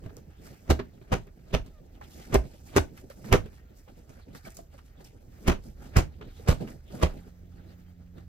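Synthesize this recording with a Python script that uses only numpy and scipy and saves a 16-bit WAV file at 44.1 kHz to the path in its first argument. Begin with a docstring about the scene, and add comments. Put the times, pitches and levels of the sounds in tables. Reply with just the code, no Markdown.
"""A softly rumbling house and rustling bedding, then ten loud flaps as the bedding is shaken out in a bedroom.
Each flap is three bands of lumpy noise that burst as the cloth snaps taut, with low swings of pushed air.
Between flaps, swells of noise make the rustle, and short bursts and ringing tones the taps, ticks and pops.
A faint squeak and peeps are plain tones; a motor hum of three low tones sets in near the end.
The room gives the sharp sounds a short echo, and a phone's two microphone ports hear it all in stereo."""
import sys
import numpy as np
from scipy import signal
from scipy.fft import rfft, irfft, next_fast_len
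from scipy.io import wavfile
from scipy.ndimage import uniform_filter1d, map_coordinates

SR = 44100
rng = np.random.default_rng(int(sys.argv[2]) if len(sys.argv) > 2 else 0)


def store_pcm(level_fs):
    """Save levels as 16-bit WAV."""
    pcm = np.round(np.clip(level_fs, -1, 1) * 32767).astype(np.int16)
    wavfile.write(sys.argv[1], SR, np.atleast_2d(pcm).T)


N = 365132  # length [samples]

# snaps of the sheet: (time [s], middle-band level before the crack [dB], body above middle [dB],
# treble above middle [dB], gust above middle [dB], left above right [dB], base rise [dB/ms],
# base hold [ms], fall [dB/ms])
FLAP_ROWS = [(.702, -23, 2, -13, 0, 0, 2, 14, 0.9), (1.12, -28.5, 2.5, -14, 5, 0.5, 4.5, 21, .5),
             (1.540, -25.5, 2.5, -19, 0, -2, 1.5, 11, 0.65), (2.345, -22, 5, -16.5, -3, 0, 1, 17.4, 3),
             (2.765, -18, -5.5, -10, -10.5, 0, 2.5, 18.2, 1.5),
             (3.327, -19.5, 2, -16.5, -2, -0.5, 2, 15, 0.55),
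             (5.480, -22.5, 1.5, -15.5, 2, 0, 1.5, 20, .44), (5.969, -21.5, -0.5, -12, 1, 0, 1.5, 20, 0.55),
             (6.486, -23.5, -1, -11, -2, -.5, 1.6, 18.3, .5), (7.030, -21, -2, -16.5, 2, -2, 1.4, 7.9, 0.7)]
# colour of the low body of a burst: (frequency [Hz], relative level [dB])
BODY_COLOUR = [(71, -2.5), (120, -0.5), (290, -5.5), (408, -4.5), (500, -22.5), (650, -6.5), (1100, -120)]
# colour of rubbed fibres: (frequency [Hz], relative level [dB])
HISS_COLOUR = [(2940, -29), (5000, -1.5), (7490, -3.5), (8620, -4), (9830, -9.5), (14000, -4.5),
               (16000, -24)]


def amp(db):
    """Turns a level in dB into a gain."""
    return 10 ** (np.asarray(db) / 20)


def unit(x):
    """Scales x to an rms of 1."""
    return x / np.sqrt(np.mean(x ** 2) + 1e-20)


def along(points, hz):
    """Reads a curve of (frequency [Hz], value) points on a log frequency axis."""
    f, v = np.transpose(points)
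    return np.interp(np.log(hz + 1), np.log(f + 1), v)


def curves(rows):
    """Gives one value per sample for each column after the time."""
    s, *cols = np.transpose(rows)
    return [np.interp(np.arange(N) / SR, s, c) for c in cols]


def wobble(rate):
    """Draws a smooth random curve through rate random points a second."""
    knots = rng.standard_normal(int(N * rate / SR) + 4)
    return map_coordinates(knots, [np.arange(N) * rate / SR])


def filtered(x, response):
    """Multiplies the spectrum of x by a response that depends on frequency."""
    m = next_fast_len(N + SR // 2)
    return irfft(rfft(x, m) * response(np.fft.rfftfreq(m, 1 / SR)), m)[..., :N]


def ports(hz):
    """Splits a source between the two ports, by level and phase at each frequency."""
    # level difference: (frequency [Hz], left above right [dB])
    lean_points = [(60, -2), (130, -6.5), (300, 0), (600, -2.5), (4000, 0), (12000, -0.5)]
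    # phase difference: (frequency [Hz], lead of left over right [radians])
    lead_points = [(0, 0), (90, 0.03), (170, .6), (400, -.5), (860, -3), (1400, 2), (3500, 1), (4700, -2),
                   (8000, -2), (16000, -1.5)]
    lean = np.log(amp(along(lean_points, hz)))
    lead = np.interp(hz, *np.transpose(lead_points))
    turn = lean + 1j * lead
    return np.exp(np.array([turn, -turn]) / 2)


def cloth(spectrum, grain, patchy_db=0):
    """Makes coloured stereo noise of rms 1, lumped in time by grain and in patches of time and pitch."""
    # likeness of the two ports: (frequency [Hz], shared part of the power [0-1])
    alike_points = [(60, .99), (130, .96), (300, 0.66), (1000, 0.36), (5000, 0.54), (9000, .7)]
    z = signal.stft(grain * rng.standard_normal((3, N)), nperseg=256)[2]
    patches = uniform_filter1d(rng.standard_normal(z.shape[1:]), size=7, axis=0)
    patches = uniform_filter1d(patches, size=12, axis=1)
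    noises = signal.istft(z * amp(patchy_db * unit(patches)), nperseg=256)[1][:, :N]
    near, apart = noises[0], noises[1:]  # one noise on both ports, and one more on each

    def share(hz):
        return np.clip(along(alike_points, hz), 0, 1)

    def colour(hz):
        return amp(along(spectrum, hz))

    shared = filtered(near, lambda hz: colour(hz) * np.sqrt(share(hz)) * ports(hz))
    scattered = filtered(apart, lambda hz: colour(hz) * np.sqrt(1 - share(hz)))
    return unit(shared + scattered)


def add(track, s, shape):
    """Adds shape to the track from time s on."""
    part = track[..., max(round(s * SR), 0):][..., :shape.shape[-1]]
    part += shape[..., :part.shape[-1]]


def house():
    """Noise rumbles through the walls, low tones make a motor's hum, and still air hisses."""
    # rumble: (time [s], level [dB])
    rumble_levels = [(0.0, -51), (0.8, -55), (1.96, -52.5), (2.49, -50), (3.62, -53.5), (5.3, -52.5),
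                     (6.11, -45.5), (7.91, -53.5), (8.28, -49)]
    # hum: (time [s], level before each tone's own [dB])
    hum_levels = [(7.0, -93), (7.15, -52.5), (8.28, -51)]
    # tones of the motor: (frequency [Hz], level within the hum, before it wavers [dB])
    motor_tones = [(88, -0.5), (175.5, -1.5), (264, -15.5)]
    # colour of the rumble: (frequency [Hz], relative level [dB])
    rumble_colour = [(13, -39), (22, -4.5), (65, -3.5), (78, -1.5), (97, -10), (120, -11), (160, -27),
                     (260, -120)]
    # colour of still air: (frequency [Hz], relative level [dB])
    air_colour = [(290, -9.5), (500, -2), (919, -15.5), (1820, -11), (3540, -22.5), (6610, -19.5),
                  (9630, -37), (11500, -29), (13600, -20), (14200, -11), (14700, -21), (16000, -25)]
    air_db = -70.5
    rumble = amp(curves(rumble_levels)[0]) * cloth(rumble_colour, amp(0.5 * wobble(7.4)))
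    t, hum = np.arange(N) / SR, np.zeros(N)
    for hz, db in motor_tones:
        hum += amp(db + .7 * wobble(6.5)) * np.sin(2 * np.pi * hz * t + .15 * wobble(6.3))
    hum = filtered(amp(curves(hum_levels)[0]) * hum, ports)
    air = amp(air_db) * cloth(air_colour, amp(2.1 * wobble(6.4)), patchy_db=1.5)
    return rumble + hum + air


def strokes():
    """Sets the strength of rustle, hiss and stir: strokes swell and trail off over the handled bedding."""
    # bedding handled between strokes: (time [s], rustle level before it wavers [dB])
    held_levels = [(0.0, -70), (2.0, -72.5), (2.24, -62), (2.79, -69.5), (3.41, -64.5), (3.55, -75),
                   (5.0, -74), (6.62, -66), (6.73, -76.5), (7.12, -60), (7.24, -74.5), (8.28, -79)]
    # cloth sliding over cloth: (start [s], length [s], rustle level at its peak [dB],
    # hiss above rustle [dB], low stir level at its peak [dB])
    swish_rows = [(0.002, .12, -64, -7, -47), (0.15, .07, -65, -5, -51.5), (0.391, 0.2, -58.5, -1.5, -49.5),
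                  (0.87, 0.29, -70.5, -5, -57.5), (1.246, 0.062, -67, -11, -53),
                  (1.42, 0.23, -66, -5.5, -58), (1.632, 0.084, -63, -10, -48), (2.013, .07, -55.5, -8, -51),
                  (2.066, 0.22, -57, -0.5, -56.5), (2.146, 0.21, -57.5, -5, -59),
                  (2.403, 0.28, -60, -3, -53), (2.648, 0.099, -57, -1.5, -49.5),
                  (2.945, 0.094, -61, 0.5, -72), (3.098, .05, -55, -2, -51), (3.221, .14, -56.5, 0, -41),
                  (3.43, 0.094, -61.5, -10, -49), (3.497, 0.124, -64, -3.5, -62),
                  (3.753, 0.083, -70.5, 5.5, -70), (3.869, 0.084, -63.5, -7, -55),
                  (3.929, 0.154, -67, -1, -56), (4.079, .16, -63, -5, -54.5), (4.257, 0.11, -68, -8, -49),
                  (4.332, 0.088, -56.5, -2, -65), (4.434, 0.083, -53.5, -3, -47), (4.5, 0.047, -69, 6, -52),
                  (4.545, 0.11, -67.5, 4.5, -51.5), (4.704, .13, -63.5, -4, -52.5),
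                  (4.835, 0.084, -65.5, -2, -59), (4.986, 0.058, -62.5, -4, -54),
                  (5.032, 0.091, -61.5, -2, -57), (5.101, 0.116, -68.5, -2.5, -54.5),
                  (5.29, 0.23, -64.5, -5, -52.5), (5.395, 0.08, -66.5, 5, -52.5),
                  (5.616, .12, -62, -0.5, -49), (5.78, 0.17, -59, -4, -48.5),
                  (6.196, 0.12, -68.5, -22, -47), (6.325, 0.17, -59, -6.5, -52),
                  (6.582, 0.108, -52, -10, -36.5), (6.639, .14, -60, -1, -46),
                  (6.896, 0.17, -54, -3.5, -37.5), (7.053, 0.21, -60, -6, -47.5),
                  (7.254, 0.08, -65.5, -7, -60), (7.48, 0.16, -66.5, -10, -58),
                  (7.598, 0.22, -66.5, -7, -56.5), (7.87, .24, -79, -21, -63), (7.773, 0.054, -67, -5, -69),
                  (8.136, 0.1, -65, -9, -49)]
    held_hiss_db, held_stir_db = -5.5, 13  # above the handled rustle
    peak_at, edge_db = .35, 12.5  # share of a stroke spent speeding up; drop at its two ends

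    def gains(rustle_db, hiss_db, stir_db):
        return amp([rustle_db, rustle_db + hiss_db, stir_db])

    held_db, = curves(held_levels)
    waver = amp(2.3 * np.array([wobble(6) for _ in range(3)]))
    power = (gains(held_db, held_hiss_db, held_db + held_stir_db) * waver) ** 2
    t = np.arange(N) / SR
    for s, length, *levels in swish_rows:
        # a stroke trails on beyond its two ends
        near = slice(max(round((s - length) * SR), 0), round((s + 2 * length) * SR))
        u = (t[near] - s) / length - peak_at
        away = np.maximum(-u / peak_at, u / (1 - peak_at))  # 0 at the peak, 1 at either end
        swell = amp(-edge_db * away ** 1.5)
        power[:, near] += (gains(*levels)[:, None] * swell) ** 2
    return np.sqrt(power)


def rustle():
    """Sliding fibres hiss and rustle in uneven swells, and the mass of the bedding stirs low."""
    # colour of the rustle: (frequency [Hz], relative level [dB])
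    rustle_colour = [(470, -23), (800, 8.5), (918, -3.5), (1020, -7.5), (1360, 0.5), (5000, -9.5),
                     (6500, -50.5), (11000, -120)]
    # colour of the low stir: (frequency [Hz], relative level [dB])
    stir_colour = [(71, -28), (120, -3), (180, -2.5), (400, -10), (650, -15.5), (950, -26), (1800, -120)]
    rubbing, hiss, stir = strokes()
    slips = 1.4 * wobble(22) + 1.1 * wobble(150)  # unevenness that all three have in common [dB]
    rubbing = rubbing * cloth(rustle_colour, amp(slips + 0.99 * wobble(500)), patchy_db=3.5)
    hiss = hiss * cloth(HISS_COLOUR, amp(slips + 1.7 * wobble(350)), patchy_db=1.0)
    stir = stir * cloth(stir_colour, amp(.9 * slips + 2.5 * wobble(22)), patchy_db=2.5)
    return rubbing + hiss + stir


def bursts(rows, colours):
    """Air and creases burst out of the folds, in a low, a middle and a treble band of noise."""
    strength = np.zeros((3, 2, N))  # band, port, sample
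    before = SR // 20
    ms = np.arange(-before, SR // 4) / SR * 1000
    early = np.minimum(ms, 0)
    for s, db, body_db, treble_db, pan_db, rise_db, hold_ms, fall_db in rows:
        # the sheet gathers speed, low sound first: a slow lead-in, then a steep rise
        steep = rise_db * np.array([[1], [1], [1.2]]) * early
        lead_in = np.array([[-16], [-22], [-24]]) + 0.38 * early
        rises = np.maximum(steep, lead_in)
        # folds keep slapping while it is taut, the finest stop first
        holds = hold_ms * np.array([[1.1], [.9], [.6]])
        fall = fall_db * np.maximum(ms - holds, 0)
        # the weave snaps tight
        crack = np.array([[0], [2.5], [4.5]]) * np.exp(-np.abs(ms - 1.5) / 3.3)
        levels = db + np.array([[body_db], [0], [treble_db]]) + rises - fall + crack
        shape = amp(levels)[:, None] * amp([[pan_db / 2], [-pan_db / 2]])
        cut = max(before - round(s * SR), 0)  # the part that would lie ahead of time 0
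        add(strength, s - before / SR, shape[..., cut:])
    folds = 1.4 * wobble(130) + 2.38 * wobble(450)
    total = np.zeros((2, N))
    for level, colour in zip(strength, colours):
        total += level * cloth(colour, amp(folds + 1.7 * wobble(170)), patchy_db=2.0)
    return total


def taps():
    """Small folds slip: sudden, short, with the thinner colour of rubbed fibres."""
    # small taps of cloth and hands: (time [s], middle-band level before the crack [dB],
    # body above middle [dB], treble above middle [dB])
    tap_rows = [(0.038, -63, 4, -9), (.061, -55, 12, -17.5), (.094, -59, 1, -22), (0.168, -62.5, 12, -3),
                (0.792, -39.5, 12.5, -26.5), (1.014, -63.5, 13, -16), (1.27, -60.5, 9.5, -19),
                (1.662, -61, 7, -4.5), (2.013, -55, -9, -22.5), (2.976, -55, -25, -6),
                (3.101, -55.5, -16, -14.5), (3.244, -54, -3, -16), (3.459, -56, -4, -14),
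                (3.529, -63.5, -9, -10.5), (3.88, -62, -4, -21), (4.093, -62, 13, -3.5),
                (4.189, -64.5, -1, -8), (4.349, -53, -13, -8.5), (4.452, -57, -24, -14),
                (4.547, -70, 8, 12.5), (4.57, -62.5, -9, 7.5), (4.593, -66, 2, -29), (4.78, -58, -6.5, -11),
                (5.044, -70, -8, 8), (5.461, -46, 4, -25), (5.639, -68.5, -11, 0), (6.212, -49, 1, -30),
                (6.61, -53.5, 10.5, -10.5), (6.675, -49, 3, -14), (6.901, -61.5, 15, -17),
                (7.017, -36, -1.5, -21.5), (8.181, -62.5, 11, -15.5)]
    # middle colour of small folds: (frequency [Hz], relative level [dB])
    slip_colour = [(450, -19), (800, 3), (1500, 1.5), (2500, -5), (4000, -13.5), (6000, -21.5), (9000, -39),
                   (13000, -120)]
    lean_db, rise_db, hold_ms, fall_db = -0.5, 8.5, 13, .9  # left above right; base rise/ms; base hold; fall/ms
    rows = [(*row, lean_db, rise_db, hold_ms, fall_db) for row in tap_rows]
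    return bursts(rows, (BODY_COLOUR, slip_colour, HISS_COLOUR))


def knocks():
    """Air pockets in the bundle, under a hand or inside a flap, ring roughly for a few cycles, and one brief
    scrape rings high."""
    # hollow pops, and a high scrape at 4.451 s: (time [s], starting level before onset and roughness [dB],
    # pitch [Hz])
    pop_rows = [(.061, -46.5, 444), (.171, -41.5, 457), (1.130, -19, 169.5), (2.012, -35.5, 832),
                (2.349, -13.5, 388), (2.764, -10.5, 415), (2.774, -18, 392.5), (3.102, -36.5, 553),
                (3.331, -18.5, 477), (3.345, -15, 381), (3.461, -39, 432), (3.876, -47.5, 513),
                (4.451, -42, 2270), (4.469, -35.5, 658), (4.59, -35.5, 670), (4.745, -46, 564),
                (4.998, -51, 867), (5.482, -20.5, 190), (5.970, -12, 147.7), (6.210, -38, 426),
                (6.397, -38.5, 445), (6.486, -11, 150.8), (7.036, -19, 166.5), (8.175, -47, 428)]
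    hollow, t = np.zeros(N), np.arange(SR // 8) / SR
    for s, db, hz in pop_rows:
        t60 = 0.062 * (400 / hz) ** 0.22  # time to die by 60 dB [s]: higher pops die sooner
        rough = 1 + 1.2 * uniform_filter1d(rng.standard_normal(len(t)), size=60)
        envelope = amp(db - 60 * t / t60) * (1 - np.exp(-t / 0.00053))
        add(hollow, s, envelope * rough * np.sin(2 * np.pi * hz * t))
    return filtered(hollow, ports)


def ticks():
    """Single threads and seams snap with dry bright clicks of fast-fading noise."""
    # snaps of threads: (time [s], starting level [dB])
    tick_rows = [(0.168, -42), (0.7045, -26), (1.2702, -58), (2.0123, -56), (2.3435, -22), (3.1004, -45),
                 (3.3272, -21), (4.505, -46), (4.544, -50), (4.5694, -37.5), (5.4786, -29)]
    t60 = 0.0085  # time to die by 60 dB [s]
    strength, t = np.zeros(N), np.arange(SR // 20) / SR
    for s, db in tick_rows:
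        add(strength, s, amp(db - 60 * t / t60))
    return strength * cloth(HISS_COLOUR, 1)


def flaps():
    """The whole sheet snaps taut, bursting in body, snap and treble."""
    # colour of the middle snap: (frequency [Hz], relative level [dB])
    snap_colour = [(290, -10), (500, 0), (909, -7), (1160, -9), (2200, -13.5), (2830, -15.5), (5000, -26.5),
                   (6500, -24), (11000, -120)]
    # colour of the treble: (frequency [Hz], relative level [dB])
    treble_colour = [(2940, -29), (5000, -4.5), (7640, -8.5), (8750, -10.5), (9930, -14.5), (13600, -14),
                     (16000, -25.5)]
    rows = [(s, db, body, treble, *shape) for s, db, body, treble, _, *shape in FLAP_ROWS]
    return bursts(rows, (BODY_COLOUR, snap_colour, treble_colour))


def pushes():
    """The sheet shoves the room's air: low swings that start as suction, and a looser gust at each flap."""
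    # shoves of air as the sheet turns: (time [s], starting level before onset [dB],
    # swing frequency [Hz], time to die by 60 dB [s])
    push_rows = [(0.695, -8, 71, 0.18), (1.12, -15.5, 81, 0.082), (1.534, -16.5, 74.8, 0.067),
                 (1.552, -24, 49.4, 0.22), (2.344, -19.5, 74.6, 0.069), (2.359, -10, 57.3, 0.17),
                 (2.758, -12, 84.4, 0.13), (2.789, -16.5, 72.2, 0.13), (3.330, -23.5, 74.5, 0.12),
                 (3.357, -23, 50.7, 0.17), (5.475, -6.5, 70.7, 0.12), (5.962, -5, 74.7, 0.12),
                 (6.485, -2.5, 69.8, 0.089), (7.03, -7, 72.2, 0.11)]
    # colour of the gust: (frequency [Hz], relative level [dB])
    gust_colour = [(10, -20), (22, -14.5), (40, -3), (70, -51), (200, -120)]
    swing, gust, t = np.zeros(N), np.zeros(N), np.arange(SR // 2) / SR
    for s, db, hz, t60 in push_rows:
        envelope = amp(db - 60 * t / t60) * (1 - np.exp(-t / .007))
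        add(swing, s, -envelope * np.sin(2 * np.pi * hz * t))
    for s, db, _, _, gust_db, *_ in FLAP_ROWS:
        add(gust, s, amp(db + gust_db - 60 * t / 0.28) * (1 - np.exp(-t / 0.0055)))
    return filtered(swing, ports) + gust * cloth(gust_colour, 1)


def squeak():
    """A faint short squeak glides down in pitch with three overtones."""
    # path of the squeak: (time [s], pitch [Hz], level of its lowest tone before the fade [dB])
    squeak_path = [(1.715, 670, -73), (1.76, 620, -63.5), (1.81, 570, -68)]
    hz, db = curves(squeak_path)
    phase, t = 2 * np.pi * np.cumsum(hz) / SR, np.arange(N) / SR
    fade = np.clip(np.minimum(t - squeak_path[0][0], squeak_path[-1][0] - t) / 0.012, 0, 1)
    tone = np.sin(phase) + 0.62 * np.sin(2 * phase) + 0.23 * np.sin(3 * phase) + 0.11 * np.sin(4 * phase)
    return amp(db) * fade * tone


def peeps():
    """Short faint pure tones swell and fade."""
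    # thin tones: (time [s], length [s], pitch [Hz], peak level ahead of the ports [dB])
    peep_rows = [(3.57, .073, 1870, -72), (3.64, 0.067, 1386, -71), (7.86, 0.047, 3150, -74),
                 (7.86, 0.065, 4690, -78)]
    tones = np.zeros(N)
    for s, length, hz, db in peep_rows:
        t = np.arange(round(length * SR)) / SR
        swell = np.sin(np.pi * t / length) ** .5
        add(tones, s, amp(db) * swell * np.sin(2 * np.pi * hz * t))
    return filtered(tones, ports)


def room(x):
    """The walls answer with a noise tail in which each frequency dies at its own speed."""
    # echo of the walls: (frequency [Hz], time to die by 60 dB [s])
    wall_points = [(60, 0.38), (160, 0.25), (420, 0.17), (1100, 0.16), (7700, 0.17)]
    hz, t, z = signal.stft(rng.standard_normal((2, SR // 2)), SR, nperseg=256)
    decay = amp(-60 * t / along(wall_points, hz)[:, None])
    tail = signal.istft(z * decay, SR, nperseg=256)[1]
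    late = np.pad(x, ((0, 0), (300, 0)))  # the echo starts 300 samples later
    return signal.fftconvolve(late, tail / np.linalg.norm(tail[0]), axes=1)[:, :N]


def scene():
    """Flaps, taps, ticks and pops with their echo, plus moving air and cloth, faint tones and the house."""
    near = taps() + knocks() + ticks() + flaps()
    return house() + rustle() + near + amp(-11) * room(near) + pushes() + squeak() + peeps()


def record(dry):
    """The phone keeps nothing above its band limit."""
    top_hz = 15950
    return filtered(dry, lambda hz: hz < top_hz)


dry = scene()
out = record(dry)
store_pcm(out)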